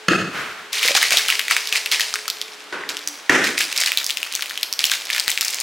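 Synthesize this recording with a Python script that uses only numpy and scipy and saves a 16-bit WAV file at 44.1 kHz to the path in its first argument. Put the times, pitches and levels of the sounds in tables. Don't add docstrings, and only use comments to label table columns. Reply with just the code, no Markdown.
import sys
import numpy as np
from scipy import signal
from scipy.fft import rfft, irfft, next_fast_len
from scipy.io import wavfile
from scipy.ndimage import map_coordinates

SR = 44100
rng = np.random.default_rng(int(sys.argv[2]) if len(sys.argv) > 2 else 0)


def elevation(decibels):
    levels = np.asarray(decibels, float)
    return 10 ** (levels / 20)


def generate_wav(sig):
    pcm = np.round(np.clip(np.atleast_2d(sig).T, -1, 1) * 32767).astype(np.int16)
    wavfile.write(sys.argv[1], SR, pcm)


N = 248008
LIFTED_S = 2.1


def unit(x):
    return x / np.sqrt(np.mean(x ** 2) + 1e-20)


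def along(points, hz):
    f, v = np.transpose(points)
    return np.interp(np.log(hz + 1), np.log(f + 1), v)


def wobble(rate):
    knots = rng.standard_normal(int(N * rate / SR) + 4)
    return map_coordinates(knots, [np.arange(N) * rate / SR])


def filtered(x, response):
    m = next_fast_len(x.shape[-1] + 8192)
    return irfft(rfft(x, m) * response(np.fft.rfftfreq(m, 1 / SR)), m)[..., :x.shape[-1]]


def coloured(x, spectrum):
    return filtered(x, lambda hz: elevation(along(spectrum, hz)))


def low_cut(f, corner):
    return 1j * f / (corner + 1j * f)


def resonance(f, centre, width):
    return 1j * f * width / (centre * centre - f * f + 1j * f * width)


def spread(x, other, side_db):
    side = elevation(side_db) * filtered(other, lambda hz: hz / (hz + 350))
    return np.array([x + side, x - side])


def stroke(start, held, db, attack, t60):
    t = np.arange(N) / SR - start
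    return elevation(db - 60 * np.maximum(t - attack - held, 0) / t60) * np.clip(t / attack, 0, 1)


def background(air_db=-41):
    # f/Hz, level/dB
    air_colour = [(40, -36), (200, -8), (420, -0.5), (1700, 1.5), (3500, -2), (8000, -13.5), (16000, -28.5)]
    # f/Hz, mean level/dB rms, from t/s, to t/s
    hum_tones = [(292, -52.5, 2.5, 3.2), (427, -52, -2, 3.08)]
    air = elevation(air_db) * unit(coloured(rng.standard_normal((2, N)), air_colour))
    t = np.arange(N) / SR
    hum = np.zeros(N)
    for hz, db, on, off in hum_tones:
        level = elevation(db + 3 * wobble(18)) * np.sqrt(2)
        fade = np.clip(np.minimum(t - on, off - t) * 10, 0, 1)
        hum += level * np.sin(2 * np.pi * hz * t + 1.04 * wobble(16)) * fade
    return spread(*air, side_db=-7.0) + hum


def cupboard():
    # t/s, crack level/dB rms, rattle level/dB, build-up time constant/s, rattle t60/s
    blows = [(0.083, -10.5, -1.5, 0.27, 0.5), (2.725, -28, -27, 0.0027, 0.95),
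             (3.295, -8.5, -2, 0.12, 0.55)]
    # f/Hz, width/Hz, relative level/dB
    panels = [
        [(184, 55, 24.5), (313, 124, 19), (1313, 145, 19.5), (1650, 140, 14.5), (2540, 106, 18.5),
         (4210, 240, 4), (6350, 190, 7.5)],
        [(429, 250, 16.5), (1074, 430, 16), (1465, 170, 20)],
        [(324, 143, 29.5), (744, 1100, 14.5), (1485, 380, 22.5), (1785, 280, 27), (5500, 1500, 13.5)],
    ]
    out, t = np.zeros((2, N + SR)), np.arange(SR) / SR

    def dull(f):
        return 1 / (1 + 1j * f / 8000) ** 3

    for (s, crack_db, rattle_db, build, t60), panel in zip(blows, panels):
        def wood(f):
            return dull(f) * sum(elevation(db) * resonance(f, c, w) for c, w, db in panel)

        def struck(f):
            return (wood(f) + 0.04 * dull(f)) * low_cut(f, 800) ** 2

        noise = rng.standard_normal((3, SR))
        shudder = elevation(1.65 * wobble(66.2)[:SR])
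        swell = elevation(rattle_db - 60 * t / t60) * (1.2 - np.exp(-t / build))
        rattle = unit(filtered(noise[:2] * shudder, wood)) * swell
        crack = filtered(noise[2] * (t < .0045), struck)
        crack = elevation(crack_db) * crack / np.std(crack[:200])
        out[:, round(s * SR):][:, :SR] += crack + spread(*rattle, side_db=-10)
    return out[:, :N]


def pops():
    # t/s, level/dB before the 12.5 dB added below, f/Hz
    pop_rows = [(0.134, -12.5, 1600), (0.852, -31, 494), (0.894, -32, 556), (0.908, -25.5, 574),
                (0.952, -23, 800), (1.118, -32, 655), (1.14, -28, 660), (2.14, -23.5, 1316),
                (2.28, -25, 1320), (2.837, -23, 1900), (3.2949, -15.5, 1860)]
    out, t = np.zeros(N + SR), np.arange(SR // 10) / SR
    for s, db, hz in pop_rows:
        decay = elevation(db + 12.5 - 60 * t * hz / 16)
        onset = 1 - np.exp(-t / 0.00034)
        out[round(s * SR):][:len(t)] += decay * np.sin(2 * np.pi * hz * t) * onset
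    return out[:N]


def room(x, wet_db):
    # f/Hz, t60/s
    kitchen_decay = [(200, 1), (2000, 0.35), (10000, 0.65)]
    out, step = np.zeros((2, N + SR)), SR // 4
    for k in range(0, N, step):
        hz, t, z = signal.stft(rng.standard_normal((2, SR // 2)), SR, nperseg=256)
        fall = elevation(-60 * t / along(kitchen_decay, hz)[:, None])
        tail = signal.istft(z * fall, SR, nperseg=256)[1]
        tail = spread(*tail, side_db=-45.0) / np.linalg.norm(tail[0])
        wet = signal.fftconvolve(x[None, k:k + step], tail, axes=1)
        out[:, k:k + wet.shape[1]] += wet
    return elevation(wet_db) * np.pad(out, ((0, 0), (130, 0)))[:, :N]


def slide():
    # f/Hz, level/dB
    slide_colour = [(200, -16), (900, -15), (1500, -5), (15000, -39)]
    noise = rng.standard_normal((2, N)) * elevation(1.2 * wobble(39.3))
    glide = spread(*unit(coloured(noise, slide_colour)), side_db=-8.5)
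    return stroke(start=0.28, held=0.06, db=-27.5, attack=0.087, t60=0.98) * glide


def effort():
    # start t/s, held/s, crackle level/dB
    grips = [(0.72, 0.06, -24), (.815, .08, -20.5), (0.941, 0.021, -18), (1, .06, -22), (1.11, .065, -19.5),
             (1.277, .06, -25), (1.494, 0.023, -19), (1.718, .05, -24), (1.911, .015, -18),
             (1.998, 0.026, -27.5), (2.885, .015, -29), (3.432, 0.027, -22.5), (3.568, 0.049, -20),
             (3.749, .13, -25.5), (3.969, 0.018, -28), (4.2, .4, -35.5), (4.786, .07, -27.5),
             (4.899, 0.024, -23.5), (5.094, .09, -27.5), (5.266, .06, -27.5), (5.41, .2, -30)]

    def power(less_db, t60):
        return sum(stroke(s, held, db + less_db, .012, t60) ** 2 for s, held, db in grips)

    grip = power(0, 0.11)
    unfolding = power(-7.5, 1.7)
    return np.sqrt(grip), np.sqrt(grip + unfolding)


def crackle(level, rate=350, size_db=4):
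    # f/Hz, level/dB
    crackle_colour = [(200, -28), (600, -11), (1370, -4.5), (2290, 6), (2900, 2), (5000, 2.5), (9000, -8),
                      (16000, -24)]
    density = np.clip(level / elevation(-24), .25, 3) * elevation(4 * wobble(35))
    creases = rng.random(N) < rate / SR * density
    sizes = creases * elevation(size_db * np.minimum(rng.exponential(size=N), 2))
    sizes = sizes / np.sqrt(np.clip(level / elevation(-28), .25, 3))
    life = signal.lfilter([1], [1, -elevation(-60 / SR / .004)], sizes)
    grains = unit(life) * rng.standard_normal((2, N))
    rubbing = rng.standard_normal((2, N))
    grain_share = np.where(np.arange(N) < LIFTED_S * SR, 0.4, 0.59)
    mixed = grain_share * grains + (1 - grain_share) * rubbing
    return level * spread(*unit(coloured(mixed, crackle_colour)), side_db=-15.5)


def strays(level, count=190):
    share, luck = np.cumsum(np.sqrt(level)), rng.random(count)
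    size, pitch = rng.standard_normal((count, 2)).T
    at = np.searchsorted(share, luck * share[-1])
    db = 10 * np.log10(level[at]) - 3 + 7.5 * np.minimum(size, 1)
    return np.transpose([at / SR, db, 3200 * 2 ** (0.79 * pitch)])


def snaps(rows, after_db=-11, after_s=.008, rise_s=.001):
    s, db, hz = np.transpose(rows)
    inside = s < LIFTED_S
    t = np.arange(2048) / SR
    luck, noise = rng.random((len(s), 3, 5)), rng.standard_normal((len(s), len(t)))
    delay = -after_s * np.log(luck[:, 0]) + 0.0014
    size = elevation(after_db - 2.7 * luck[:, 1])
    delay[:, 0], size[:, 0] = 0, 1
    age = t - delay[..., None]
    decays = size[..., None] * (age >= 0) * elevation(-60 * np.abs(age) / 0.0044)
    flips = decays.sum(1) * noise
    flips[:, 0] = np.where(inside, 1.6, 3.3) * np.sign(noise[:, 0])
    centre = hz[:, None]
    width = centre / np.where(inside, 3.9, 2.6)[:, None]

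    def body(f):
        broad = low_cut(f, 1600) ** 3 / (1 + 1j * f / 9000)
        hump = resonance(f, centre, width) + 0.035 * broad
        return hump * low_cut(f, 1150) ** 2

    bursts = filtered(flips, body)
    bursts = bursts / np.abs(bursts[:, :100]).max(1, keepdims=True)
    out, pan_db = np.zeros((2, N + SR)), 0.72 + 6 * (luck[:, 2, 0] - .5)
    for k, burst in enumerate(bursts):
        sides_db = db[k] + np.array([[pan_db[k]], [-pan_db[k]]])
        out[:, round((s[k] + rise_s) * SR):][:, :len(t)] += elevation(sides_db) * burst
    return out[:, :N]


def scene():
    # t/s, peak level/dB before panning, f/Hz
    snap_rows = [(0.829, 1, 2390), (0.877, 0, 4100), (0.883, 0, 2230), (0.949, -1, 3930), (0.963, -9, 1650),
                 (1.028, 1, 2020), (1.106, -1, 2200), (1.122, -1.5, 2150), (1.17, 4, 3620),
                 (1.283, -3.5, 2710), (1.3, -4, 2930), (1.323, -3.5, 2084), (1.393, 0.5, 2250),
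                 (1.481, -3, 2200), (1.51, 0, 2200), (1.565, 1.5, 2380), (1.672, -8, 3874),
                 (1.725, 1, 2520), (1.757, -2.5, 2255), (1.859, -1, 2500), (1.915, -1.5, 3108),
                 (1.996, -3, 1848), (2.007, 0.5, 3480), (2.139, -2, 4730), (2.156, -6.5, 1520),
                 (2.279, -6.5, 4120), (2.3, -2.5, 3870), (2.414, -7.5, 3200), (2.89, -8, 4170),
                 (2.968, -8.5, 3500), (3.074, -4, 5120), (3.442, -5, 4080), (3.578, -5, 2300),
                 (3.607, -2, 2268), (3.726, -6, 2570), (3.776, -1.5, 4220), (3.804, -4, 8160),
                 (3.813, -4, 4800), (3.843, -11, 3960), (3.86, -1, 4040), (3.873, -5, 2220),
                 (3.918, -1, 2340), (3.973, 3, 3940), (4.043, -4, 6160), (4.064, -2, 5500),
                 (4.097, -5, 2410), (4.105, -1.5, 3240), (4.171, -4.5, 2500), (4.229, -5, 2540),
                 (4.324, -10, 4040), (4.351, -1.5, 4520), (4.408, -11, 3570), (4.422, -5.5, 3040),
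                 (4.495, -13, 4270), (4.575, -7.5, 3110), (4.63, 3.5, 3760), (4.726, -3, 5070),
                 (4.791, 2, 3620), (4.84, 5, 3215), (4.853, 1, 5260), (4.897, -5.5, 2480),
                 (4.915, -1, 3580), (5.053, -12.5, 4600), (5.082, -24, 2000), (5.101, -4.5, 2080),
                 (5.13, -3.5, 3790), (5.165, -9, 5860), (5.18, -4, 2200), (5.197, -0.5, 4500),
                 (5.26, -17, 2320), (5.279, 3.5, 2380), (5.302, -1, 6300), (5.315, -6, 3330),
                 (5.375, -2, 2340), (5.409, 2.5, 4150), (5.448, -3, 6000), (5.481, -1.5, 5110),
                 (5.544, -4.5, 5500), (5.601, -3, 6650)]
    grip, level = effort()
    close = snaps(np.vstack([snap_rows, strays(grip)])) + pops() + crackle(level)
    return close + room(close.mean(0), wet_db=-8) + cupboard() + slide() + background()


def roll_off(x):
    return signal.sosfilt(signal.butter(12, 16990, fs=SR, output="sos"), x)


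def record(dry):
    x = filtered(dry, lambda hz: low_cut(hz, 110) ** 2 * (hz < 15900))
    x = x + 0.093 * x ** 4
    x = x / (1 + np.abs(x / .98) ** 16) ** (1 / 16)
    return roll_off(x)


dry = scene()
out = record(dry)
generate_wav(out)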